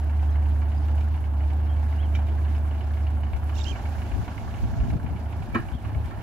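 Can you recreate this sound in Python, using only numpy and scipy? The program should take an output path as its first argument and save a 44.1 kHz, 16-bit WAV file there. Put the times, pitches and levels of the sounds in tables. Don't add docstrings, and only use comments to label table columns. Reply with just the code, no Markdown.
import sys
import numpy as np
from scipy import signal
from scipy.fft import rfft, irfft, next_fast_len
from scipy.io import wavfile

SR = 44100
rng = np.random.default_rng(int(sys.argv[2]) if len(sys.argv) > 2 else 0)


def output_pcm(signal):
    pcm = np.clip(np.atleast_2d(signal).T, -1, 1) * 32767
    wavfile.write(sys.argv[1], SR, np.round(pcm).astype(np.int16))


def volts_from_decibels(level):
    exponent = np.asarray(level, float) / 20
    return 10 ** exponent


N = 274302
TIME_S = np.arange(N) / SR

# t/s, f/Hz
FIRING_TONE = [(0, 74.1), (.85, 73.8), (1.13, 76.1), (1.37, 71.6), (1.6, 74.8), (2.6, 74.5), (2.9, 73.9),
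               (3.4, 74.5), (3.7, 74.1), (3.8, 76.4), (4.1, 74.9)]
# t/s, level/dB
EXHAUST_LEVEL = [(0, -22.5), (.36, -20), (.43, -20), (.74, -22.5), (.97, -20.5), (1.19, -25), (1.44, -21.5),
                 (2.04, -22.5), (2.13, -20.5), (2.37, -23), (2.51, -22), (2.84, -25.5), (3.03, -22),
                 (3.2, -24.5), (5.8, -23), (5.93, -26), (5.98, -18.5), (6.1, -21.5)]
ORDER_THIRDS = (2, 5, 6, 9, 11, 12)
ORDER_LEVELS_DB = [-51, -29.5, -43, -29.5, -39, -31.5]
# t/s, level/dB
PUMP_LEVEL_CURVE = [(0, -38.5), (1.5, -39.5), (3.6, -39), (4.3, -37.5), (4.7, -37), (4.95, -50),
                    (5.05, -35.5), (5.5, -38), (5.62, -52), (5.8, -60), (5.83, -32), (6.0, -33),
                    (6.1, -41.5), (6.22, -37)]
# f/Hz, wander/Hz, rms level/dB
PUMP_TONES = [(233.2, 2.495, -51.5), (40, 0.77, -54), (61.6, 1.78, -49.5)]
# t/s, peak level/dB, thump f/Hz
HARD_FIRINGS = [(0.101, -33, 910), (0.228, -28.5, 767), (0.421, -32, 760), (0.683, -39, 710),
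                (0.746, -28.5, 755), (1.149, -30, 776), (1.336, -31.5, 866), (1.396, -37, 640),
                (1.67, -45, 660), (1.763, -38, 700), (1.829, -33, 830), (1.865, -34, 740),
                (2.021, -38, 700), (2.125, -31, 684), (2.192, -30, 735), (2.284, -32, 710),
                (2.422, -42, 720), (2.447, -39, 619), (2.58, -31, 710), (2.71, -39, 596), (2.867, -33, 665),
                (3.2326, -37, 2225), (3.331, -31, 760), (3.36, -39, 730), (3.726, -36, 840),
                (3.7524, -35, 2250), (3.754, -27, 684), (3.797, -28, 794), (3.837, -31, 840),
                (3.984, -39, 820), (4.062, -29.5, 700), (4.142, -46, 636), (4.39, -38, 686),
                (4.735, -41, 685), (4.803, -39, 664), (4.892, -34, 690), (4.928, -30, 666),
                (5.089, -31, 727), (5.13, -47, 710), (5.195, -33, 674), (5.425, -32, 805),
                (5.554, -36, 1070), (5.653, -33, 760), (5.929, -34, 735), (6.049, -38, 790),
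                (6.188, -35, 802)]
# t/s, f/Hz, level/dB
BOOM_MOAN = [
    (4.6, 678, -80),
    (4.72, 683, -47),
    (4.95, 687, -45.5),
    (4.98, 685, -74),
]

KNOCK_REGISTERS_HZ = (1000, 2000)
# low, middle, high knock level/dB, valve tick level/dB
CYLINDER_LEVELS = [(4.5, 6, 6, -15), (-5, 2.5, -0.5, -12), (-1, -3.5, -8, 2), (0, 1, 6.5, -5),
                   (5, -5, -10, 0), (3, -6, -17, -1), (-4, 5, -8, 3), (-0.3, -13, -4.5, 4.5)]
# f/Hz, width/Hz, level/dB
BLOCK_MODES = [(233, 112, 3.5), (660, 180, 1.5), (790, 233, 4.5), (1133, 64, 6), (1370, 51, 2),
               (1675, 174, 0), (2227, 190, -1), (2900, 170, -2.5), (3150, 320, -11), (4450, 840, -23.5)]

# t/s, level/dB
BUCKET_KNOCKS = [
    (5.5455, -24),
    (5.554, -27),
    (5.885, -44),
    (6.108, -41),
]
# f/Hz, width/Hz, level/dB
BUCKET_MODES = [(293, 144, 0), (720, 190, -4.5), (1055, 53, 4), (1220, 45, -13), (1290, 100, -2),
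                (1333, 120, 4.5), (1670, 12, -8.5), (1650, 100, 2), (1860, 73, -1), (2300, 160, -7),
                (2450, 200, -5.5), (2900, 270, -14), (3320, 430, -27), (3850, 180, -20), (4530, 370, -24),
                (6200, 500, -35), (11100, 5000, -45)]
# f/Hz, t60/s, peak level/dB
SHELL_MODES = [(232.4, 0.1, -14.5), (336.5, 0.17, -25)]
# f/Hz, level/dB, time to fall by 80 dB/s
PLATE_MODES = [(727, -30, 0.2), (1060, -19, 0.16), (1230, -18, 0.25), (1320, -8, 0.13), (1460, -18, 0.19),
               (1620, -10, 0.096), (1730, -16, 0.11), (2273, -16.5, 0.2), (1940, -13, 0.12),
               (2396, -16, 0.22), (2470, -19, 0.13), (2920, -17, 0.11), (3860, -25, 0.08)]
# t/s, level/dB
KNOCK_CONTACTS = [(5.546, -4.5), (5.5507, 1), (5.554, -0.5), (5.5579, -1.5), (5.565, -7), (5.57, -10),
                  (5.579, -13), (5.59, -20), (5.6, -18)]
# t/s, level/dB
LINKAGE_CLINKS = [(1.007, -44.5), (2.138, -43), (2.149, -32.5), (2.198, -56), (2.266, -45), (2.285, -62),
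                  (5.545, -34.5), (6.055, -47)]
# f/Hz, width/Hz, level/dB
LINKAGE_MODES = [(1500, 470, 1), (2350, 110, 2.5), (2960, 120, -0.5), (3300, 970, -4), (3650, 170, -5),
                 (5560, 500, -10.5), (6760, 900, -13), (7500, 500, -26), (11000, 4000, -24)]
# t/s, peak level/dB
GRIT_SNAPS = [
    [(1.0075, -46.5), (2.1545, -48), (2.268, -48), (5.547, -48), (6.058, -48)],
    [(0.0423, -54), (1.0076, -57), (1.2072, -56), (3.4401, -50), (3.5558, -50), (3.8232, -55),
     (3.8886, -50), (3.9644, -55), (4.1794, -60), (4.6034, -53), (5.1267, -59), (5.5513, -46),
     (5.5997, -49.5), (6.0586, -55)],
]

# t/s, f between dips/Hz, level/dB
TRILL_TONE = [(3.648, 2740, -62), (3.652, 2790, -35), (3.670, 3140, -29), (3.700, 3240, -31.5),
              (3.716, 3115, -32.5), (3.722, 2450, -40), (3.735, 2350, -40), (3.742, 2300, -50)]
TRILL_DIPS = [(3.6632,), (3.6775,), (3.6922,), (3.7072,)]
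# t/s, f/Hz, level/dB
BIRD_TICKS = [(.29, 3250, -63), (.305, 6200, -70), (.318, 4100, -66), (.325, 5000, -68), (.335, 3950, -65),
              (.775, 4870, -61), (2.266, 3650, -62), (2.562, 5100, -68), (2.836, 5200, -67)]
# start t/s, length/s, start f/Hz, end f/Hz, level/dB
BIRD_GLIDES = [(1.742, .013, 3250, 2400, -61), (1.768, .04, 2300, 2200, -63),
               (1.979, 0.044, 2720, 3480, -55.5), (2.027, 0.043, 3330, 2720, -57.5),
               (3.592, 0.0095, 3880, 3650, -47), (3.599, 0.0059, 3700, 2400, -46),
               (3.615, 0.0072, 3730, 2800, -47.5), (3.606, 0.0038, 2600, 3700, -50),
               (3.637, 0.0095, 5810, 2770, -42.5), (5.715, 0.034, 2960, 3850, -62),
               (5.73, 0.034, 2840, 3650, -57), (5.757, 0.041, 3300, 2660, -59),
               (5.790, 0.018, 3650, 3150, -64)]
# start t/s, length/s, edge f/Hz, middle f/Hz, level/dB
BIRD_ARCHES = [(1.61, 0.013, 2750, 2820, -67), (1.63, .012, 2750, 2800, -68), (1.642, .02, 2750, 2800, -62),
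               (1.687, 0.045, 3300, 3180, -60), (3.54, .009, 2800, 3000, -55),
               (3.552, 0.011, 3750, 3600, -53), (3.564, 0.010, 2600, 2830, -46.5),
               (3.578, 0.01, 3620, 3300, -47), (3.585, 0.007, 2490, 2900, -50),
               (3.608, 0.013, 3480, 3740, -43)]

# t/s, level/dB
WIND_LEVEL = [(3.1, -51), (3.35, -46.5), (3.7, -48), (4.08, -58), (4.2, -38), (4.28, -52), (4.6, -42),
              (4.8, -35.5), (4.96, -30), (4.99, -40), (5.1, -37), (5.25, -50), (5.55, -38.5), (5.8, -46),
              (5.88, -39.5), (6.05, -43.5), (6.22, -47)]
# t/s, peak level/dB, left minus right/dB
GUST_THUDS = [(3.35, -28, 7), (3.73, -32, -2), (3.99, -40, -8), (4.05, -42, -3), (4.14, -27, 7),
              (4.21, -45, 19), (4.44, -30, -9), (4.55, -29, 3), (4.645, -19.5, -7), (4.72, -24, 0),
              (4.82, -16, -3), (4.93, -24, 2), (5.05, -33, -1), (5.15, -31, 7), (5.24, -34, 0),
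              (5.55, -35, 4), (5.65, -42, 5), (5.76, -23, 5), (5.87, -38, 6), (5.979, -32, 11),
              (6.05, -33, -2), (6.18, -32, 6)]
# t/s, peak level/dB
EDDY_POPS = [
    [(3.716, -22), (4.180, -22), (4.195, -16), (4.227, -19), (4.471, -24), (4.632, -17), (4.652, -17),
     (4.674, -24), (4.730, -19), (4.827, -14), (4.880, -19), (4.899, -16), (4.930, -16), (4.962, -17),
     (5.043, -16), (5.151, -22), (5.490, -23), (5.640, -27), (5.750, -18), (5.970, -26), (6.015, -26)],
    [(4.160, -25), (4.367, -24), (4.640, -17), (4.741, -21), (4.849, -22), (4.918, -18), (4.958, -19),
     (5.058, -22), (5.148, -24), (5.408, -24), (5.508, -25), (5.598, -23), (5.750, -20), (5.866, -26)],
]

# t/s, level/dB
SITE_LOAD = [(0, 1), (1.73, 0.3), (2.06, 1.95), (3.22, 0.5), (3.91, 4), (4.45, 2), (4.9, 0.9), (5.13, 0),
             (5.54, 1.6), (5.75, 0.9), (6.22, 1.7)]
# f/Hz, density/dB per Hz
ROAR_SPECTRUM = [(15, -44), (25, -21), (47, -8.5), (81, -5.5), (103, -12.5), (156, -18), (195, -17.5),
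                 (245, -20), (330, -22), (487, -31.5), (666, -23.5), (860, -25), (1220, -33.5),
                 (1520, -42.5), (2000, -54), (2600, -81), (4400, -120)]
# f/Hz, density/dB per Hz
SIZZLE_SPECTRUM = [(1500, 1), (1950, -5), (2250, -8.5), (2600, -8.5), (3150, -11.5), (3450, -13.5),
                   (7600, -22.5), (8600, -27), (9400, -19), (11500, -23), (15700, -33)]
# f/Hz, correlation
PORT_LIKENESS = [(60, 0.52), (300, 0.96), (640, 1), (950, 0.98), (1300, 0.15), (2200, 0.64), (3500, 0.14),
                 (5000, 0.08), (12000, 0.15)]

# f/Hz, left minus right/dB, left lead/rad
PORT_COLOUR = [(59.7, -2, 0), (185, -1, -1), (324, -3.5, 0.6), (810, -2.5, -0.54), (1086, -3.5, 1.94),
               (1370, 1, 0.47), (1797, -4.5, 1), (1870, 1, -2), (2300, -7.5, 2), (2330, -1.5, -0.85),
               (6570, -3, -2), (7640, -8, 5.5), (9900, 2.5, 2), (11700, -5, 0.5), (12900, -10.5, 5),
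               (14000, -16, -11)]
# start t/s, hold/s, depth/dB
BASS_DROPS = [(3.315, 0.071, 6.5), (3.762, 0.028, 15), (4.11, .01, 8), (4.274, 0.31, 6), (4.914, 0.063, 34),
              (5.431, 0.38, 22), (6.095, .2, 10)]
# start t/s, hold/s, depth/dB
GUST_DUCKS = [
    (4.984, 0.026, 1),
    (5.758, 0.064, 2),
]


def rms_one(x):
    return x / np.sqrt(np.mean(x ** 2) + 1e-20)


def in_time(rows):
    t_s, *columns = np.transpose(rows)
    return [np.interp(TIME_S, t_s, column) for column in columns]


def at_hz(points, hz):
    points = np.array(points)
    return np.interp(np.log(hz), np.log(points[:, 0]), points[:, 1])


def drift(rate_hz):
    r = np.exp(-80 * np.pi * rate_hz / SR)
    slow = signal.lfilter([1], [1, -2 * r, r * r], rng.standard_normal(N // 40 + 2002))[2000:]
    return np.interp(np.arange(N) / 40, np.arange(len(slow)), rms_one(slow))


def swell(start_s, hold_s, rise_s, fall_s):
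    t = TIME_S - start_s
    return np.clip(np.minimum(1 + t / abs(rise_s), 1 - (t - abs(hold_s)) / abs(fall_s)), 0, 1)


def sine(hz):
    return np.sin(2 * np.pi * np.cumsum(hz) / SR)


def resonate(x, hz, width_hz):
    r = np.exp(-np.pi * width_hz / SR)
    poles = [1, -2 * r * np.cos(2 * np.pi * hz / SR), r * r]
    return signal.lfilter([(1 - r * r) / 2, 0, (r * r - 1) / 2], poles, x)


def band(x, low_hz, high_hz, order=2):
    return signal.sosfilt(signal.butter(order, [low_hz, high_hz], "band", fs=SR, output="sos"), x)


def dying(clicks, t60_s):
    return signal.lfilter([1], [1, -volts_from_decibels(-60 / (t60_s * SR))], clicks + 1e-18)


def bass_cut_db():
    thin_from_s, ramp_s, edge_s = 3.45, 0.83, 0.047
    cut_db = 7.5 * swell(thin_from_s + ramp_s, N / SR, ramp_s, 1)
    return cut_db + sum(db * swell(s, hold_s, edge_s, edge_s) for s, hold_s, db in BASS_DROPS)


def duck_db():
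    edge_s = 0.0087
    return -sum(db * swell(s, hold_s, edge_s, edge_s) for s, hold_s, db in GUST_DUCKS)


def excavator():
    (firing_hz,), (level_db,), (pump_db,) = map(in_time, (FIRING_TONE, EXHAUST_LEVEL, PUMP_LEVEL_CURVE))
    level_db = level_db - bass_cut_db()
    firing_db = level_db + 0.14 * drift(8.0) + 0.13 * np.minimum(level_db + 30.0, 0)
    firing_turns = np.cumsum(firing_hz) / SR + 0.07
    tone = np.sin(2 * np.pi * firing_turns) * volts_from_decibels(firing_db)

    crank = 2 * np.pi * np.cumsum(24.78 + .08 * drift(1.5)) / SR
    for thirds, below_db in zip(ORDER_THIRDS, ORDER_LEVELS_DB):
        order_db = np.maximum(level_db, -30) + below_db + 0.29 * drift(4.1)
        tone += volts_from_decibels(order_db) * np.sin(thirds * crank + rng.uniform(0, 2 * np.pi))

    pump_turns = 103.24 * TIME_S + 0.55 + .02 * drift(2.0)
    tone += volts_from_decibels(pump_db + 1.2 * drift(4.0)) * np.sin(2 * np.pi * pump_turns)
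    for hz, wander_hz, db in PUMP_TONES:
        tone += volts_from_decibels(db + 2.0 * drift(2.3)) * sine(hz + wander_hz * drift(2.88))
    return np.sqrt(2) * tone


def hard_firings():
    out, t = np.zeros(N + SR), np.arange(round(.06 * SR)) / SR
    for s, db, hz in HARD_FIRINGS:
        crack = volts_from_decibels(-6.0) * band(rng.standard_normal(len(t)), 1100, 3000)
        shape = volts_from_decibels(db - 4.5 - 60 * t / 0.046) * (1 - np.exp(-t / 0.00058))
        out[round(s * SR):][:len(t)] += shape * (np.sin(2 * np.pi * hz * t) + crack)
    return out[:N]


def moan():
    hz, level_db = in_time(BOOM_MOAN)
    return volts_from_decibels(level_db + 2.0 * drift(25.0)) * sine(hz + 4.8 * drift(13.6))


def truck(mid_db, top_db):
    firing_hz, first_s, tick_lag_s = 30.60, .0955, .004
    count = int(N / SR * firing_hz) + 2
    turn = np.arange(count) - 3
    chance = rng.standard_normal((count, len(BLOCK_MODES) + 3))
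    firing_s = first_s + turn / firing_hz + .001 * chance[:, 0]
    at = np.clip((firing_s * SR).astype(int), 0, N - 1)
    *knock_db, tick_db = np.array(CYLINDER_LEVELS)[turn % 8].T
    white = rng.standard_normal((3, N))
    burst = white[0] + 0.63 * white[1:]

    knocks = np.zeros((2, N))
    for k, (hz, width_hz, db) in enumerate(BLOCK_MODES):
        register = np.searchsorted(KNOCK_REGISTERS_HZ, hz)
        chance_db = 1.3 * chance[:, 1] + 1.7 * np.tanh(chance[:, 3 + k])
        clicks = np.zeros(N)
        clicks[at] = volts_from_decibels(knock_db[register] + db + chance_db)
        rattle = burst * (dying(clicks, t60_s=.075) + volts_from_decibels(db - 14.0))
        blow = volts_from_decibels(14.0) * clicks
        knocks += resonate(rattle + blow, hz, width_hz) * (-1) ** k

    clicks = np.zeros(N)
    clicks[np.minimum(at + round(tick_lag_s * SR), N - 1)] = volts_from_decibels(0.55 * tick_db + 1.2 * chance[:, 2])
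    ticks = band(white[1:] * dying(dying(clicks, t60_s=0.09), t60_s=0.012), 8400, 12900)
    return volts_from_decibels(mid_db - 5.5) * rms_one(knocks) + volts_from_decibels(top_db - 7.5) * rms_one(ticks)


def struck(blows, body, t60_s):
    clicks = np.zeros(N)
    for s, db in blows:
        clicks[round(s * SR)] = volts_from_decibels(db)
    white = rng.standard_normal((3, N))
    contact = rms_one(dying(dying(clicks, t60_s), 0.004))
    rattle = (white[0] + .5 * white[1:]) * contact * volts_from_decibels(-40.0)
    return sum(volts_from_decibels(db) * np.sqrt(SR / width_hz) * resonate(rattle, hz, width_hz) * (-1) ** k
               for k, (hz, width_hz, db) in enumerate(body))


def plates():
    out = np.zeros(N)
    t = np.arange(round(.3 * SR)) / SR
    for s, db in KNOCK_CONTACTS:
        for hz, level_db, t60_s in PLATE_MODES:
            ring_db = db + level_db - 27.0 + 2.0 * rng.standard_normal() - 80.0 * t / t60_s
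            ring = volts_from_decibels(ring_db) * np.sin(2 * np.pi * hz * t + rng.uniform(0, 2 * np.pi))
            out[round(s * SR):][:len(t)] += ring * (1 - np.exp(-t / 0.0013))
    return out


def bucket():
    t = np.maximum(TIME_S - BUCKET_KNOCKS[0][0], 0)
    rise = 1 - np.exp(-(t / 0.012) ** 2)
    shell = sum(volts_from_decibels(db + 5.5 - 60 * t / t60_s) * rise * np.sin(2 * np.pi * hz * t)
                for hz, t60_s, db in SHELL_MODES)
    knocks = volts_from_decibels(-23.0) * struck(BUCKET_KNOCKS, BUCKET_MODES, t60_s=0.16)
    clinks = volts_from_decibels(-33.5) * struck(LINKAGE_CLINKS, LINKAGE_MODES, t60_s=0.083)
    return shell + plates() + knocks + clinks


def snaps():
    out = 0
    for rows, low_hz, high_hz, t60_s in zip(GRIT_SNAPS, (1600, 8800), (7600, 15500), (0.03, 0.05)):
        clicks = np.zeros(N)
        for s, db in rows:
            clicks[round(s * SR)] = volts_from_decibels(db - 8.5)
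        out = out + dying(clicks, t60_s) * rms_one(band(rng.standard_normal(N), low_hz, high_hz))
    return out * volts_from_decibels([[-1.5], [1.5]])


def trill():
    top_hz, level_db = in_time(TRILL_TONE)
    dip = sum(np.clip(1 - abs(TIME_S - s) / 0.0033, 0, 1) + 0.2 * swell(s, 0, 0.0088, 0.0046)
              for s, in TRILL_DIPS)
    phase = 2 * np.pi * np.cumsum(top_hz * (1 - 0.29 * dip)) / SR
    partials = volts_from_decibels(-18 * dip) * np.sin(phase)
    partials += volts_from_decibels(-15 - 14 * (top_hz < 2600)) * np.sin(2 * phase)
    partials += volts_from_decibels(-25) * np.sin(3 * phase)
    partials += volts_from_decibels(-43 + 23 * dip) * np.sin(3 * phase + phase / 2)
    sounding = (TIME_S > TRILL_TONE[0][0]) & (TIME_S < TRILL_TONE[-1][0])
    return partials * volts_from_decibels(level_db) * sounding * volts_from_decibels([[-17], [0]])


def birds():
    tick_s, tick_fall, hang = 0.011, 0.06, 0.2
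    notes = [(s, tick_s, hz * (1 + tick_fall / 2), hz, hz * (1 - tick_fall / 2), db)
             for s, hz, db in BIRD_TICKS]
    notes += [(s, length_s, a, (a + b) / 2 + hang * max(a - b, 0), b, db)
              for s, length_s, a, b, db in BIRD_GLIDES]
    notes += [(s, length_s, edge, middle, edge, db) for s, length_s, edge, middle, db in BIRD_ARCHES]
    out = np.zeros(N)
    for s, length_s, start_hz, middle_hz, end_hz, db in notes:
        u = np.linspace(-1, 1, round(length_s * SR))
        bend_hz = (start_hz + end_hz) / 2 - middle_hz
        hz = middle_hz + (end_hz - start_hz) / 2 * u + bend_hz * u ** 2
        phase = 2 * np.pi * np.cumsum(hz) / SR
        loud = db > -47
        tone = np.sin(phase) + volts_from_decibels(-9.0) * loud * np.sin(2 * phase)
        tone += volts_from_decibels(-17.0) * loud * (start_hz > 3400) * np.sin(phase + phase / 2)
        at = round(s * SR)
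        out[at:at + len(u)] += volts_from_decibels(db + 7.0) * np.sqrt(1 - u ** 4) * tone
    out = out * volts_from_decibels(1.2 * drift(90.0))
    ground = volts_from_decibels(-15.0) * np.roll(out, round(0.0052 * SR))
    off_truck = volts_from_decibels(-16.0) * np.roll(out, round(0.034 * SR))
    early = TIME_S < 3
    return (out + ground + off_truck) * volts_from_decibels(np.where(early, [[-5], [0]], [[-17], [0]]))


def air_hiss():
    start_s, attack_s, end_s = 3.535, 0.015, 4.922
    on = swell(start_s + attack_s, end_s - start_s - attack_s, attack_s, .002)
    burst_db = 10 * swell(start_s + 0.042, 0.12, 0.064, .03) * (1 + 0.23 * drift(60.0))
    hiss = rms_one(band(rng.standard_normal(N), 2500, 7200, order=6))
    return on * volts_from_decibels(-64.5 + burst_db + 1.5 * drift(30.0)) * hiss * volts_from_decibels([[-20], [6]])


def wind():
    rise_s, fall_s, range_db, floor_db = 0.09, 0.097, 22, -49.5
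    wind_db, = in_time(WIND_LEVEL)
    calm = TIME_S < WIND_LEVEL[0][0]
    rumble_db = np.where(calm, -54, wind_db + 0.51 * np.minimum(wind_db + 43.0, 0))
    thud_db, lean_db = np.where(calm, -52, floor_db), 0
    for s, db, side_db in GUST_THUDS:
        shape = swell(s, 0, rise_s, fall_s)
        thud_db = np.maximum(thud_db, np.where(shape > 0, db - range_db * (1 - shape), floor_db))
        lean_db = lean_db + side_db * shape
    lumps = np.array([volts_from_decibels(8.5 * np.tanh(drift(27.0))), volts_from_decibels(8.1 * np.tanh(drift(33.0)))])
    white = rng.standard_normal((3, N))
    pressure = 0.42 * white[0] + white[1:]
    upper = volts_from_decibels(-14) * band(white[1:], 163, 255, order=3)
    rumble = rms_one(lumps * (band(pressure, 55.0, 139.0) + upper))
    thuds = rms_one(band(pressure, 44.0, 76.6, order=3) + volts_from_decibels(-11.5) * band(pressure, 23, 52))
    lean = volts_from_decibels(lean_db * np.array([[.5], [-.5]]))
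    lull = volts_from_decibels(3.5 * duck_db())
    return lull * lean * (rumble * volts_from_decibels(rumble_db + 6.5) + thuds * volts_from_decibels(thud_db - 1.0))


def pops():
    pulses = np.zeros((2, N))
    for port, rows in enumerate(EDDY_POPS):
        for k, (s, db) in enumerate(rows):
            pulses[port, round((s - .005) * SR)] = volts_from_decibels(db + 46) * (-1) ** k
    pulses = pulses + 1e-18
    swing = band(pulses, 64, 130.3, order=3) + volts_from_decibels(-9.0) * band(pulses, 166, 269, order=4)
    return swing + volts_from_decibels(-18.0) * swing[::-1]


def stereo_noise(spectrum, patchy_db, count):
    size = next_fast_len(N)
    hz = np.maximum(np.arange(size // 2 + 1) * SR / size, 1)
    alike = np.clip(at_hz(PORT_LIKENESS, hz), -1, 1)
    mid, side = rfft(rng.standard_normal((2, size)))
    pair = np.sqrt(1 + alike) * mid + np.sqrt(1 - alike) * side * [[1], [-1]]
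    pair = volts_from_decibels(at_hz(spectrum, hz)) * pair
    place = np.interp(np.log(hz), np.log([spectrum[0][0], spectrum[-1][0]]), [0, count - 1])
    together = drift(5.4)
    out = 0
    for k in range(count):
        flicker = volts_from_decibels(patchy_db * (0.45 * together + drift(25.0)))
        out = out + flicker * irfft(pair * np.clip(1 - abs(place - k), 0, 1), size)[:, :N]
    return rms_one(out)


def site_roar(roar_db, top_db):
    roar = volts_from_decibels(roar_db + 7.5) * stereo_noise(ROAR_SPECTRUM, patchy_db=0.74, count=8)
    sizzle = stereo_noise([(900, -21)] + SIZZLE_SPECTRUM, patchy_db=2.0, count=6)
    return roar + volts_from_decibels(0.34 * roar_db + top_db + 28.5) * sizzle


def through_ports(x):
    size = next_fast_len(N + 4096)
    hz = np.maximum(np.arange(size // 2 + 1) * SR / size, 1)
    lean_db, lead_rad = at_hz(PORT_COLOUR, hz), at_hz(np.array(PORT_COLOUR)[:, ::2], hz)
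    half = np.array([[.5], [-.5]])
    return irfft(rfft(x, size) * volts_from_decibels(lean_db * half) * np.exp(1j * lead_rad * half), size)[:, :N]


def scene():
    load_db, = in_time(SITE_LOAD)
    roar_db, top_db = -44.5 + 0.72 * load_db, -68 + 0.78 * load_db
    knock_db = -0.48 + 4.5 * swell(4.4, 0, 2.45, 1)
    machines = excavator() + hard_firings() + moan() + truck(knock_db - 45.5, top_db) + bucket()
    machines = through_ports(machines + site_roar(roar_db, top_db))
    singing = band(birds() + trill(), 1500, 7900, order=6)
    buffeting = .2 * np.tanh((wind() + pops()) / .2)
    return machines + singing + air_hiss() + snaps() + buffeting


def band_limit(x):
    return signal.sosfilt(signal.butter(12, 15760, fs=SR, output="sos"), x)


def record(dry):
    top_cut = signal.ellip(10, .5, 70, 15770, fs=SR, output="sos")
    mix = signal.sosfilt(top_cut, dry * volts_from_decibels(duck_db()))
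    return band_limit(mix)


dry = scene()
out = record(dry)
output_pcm(out)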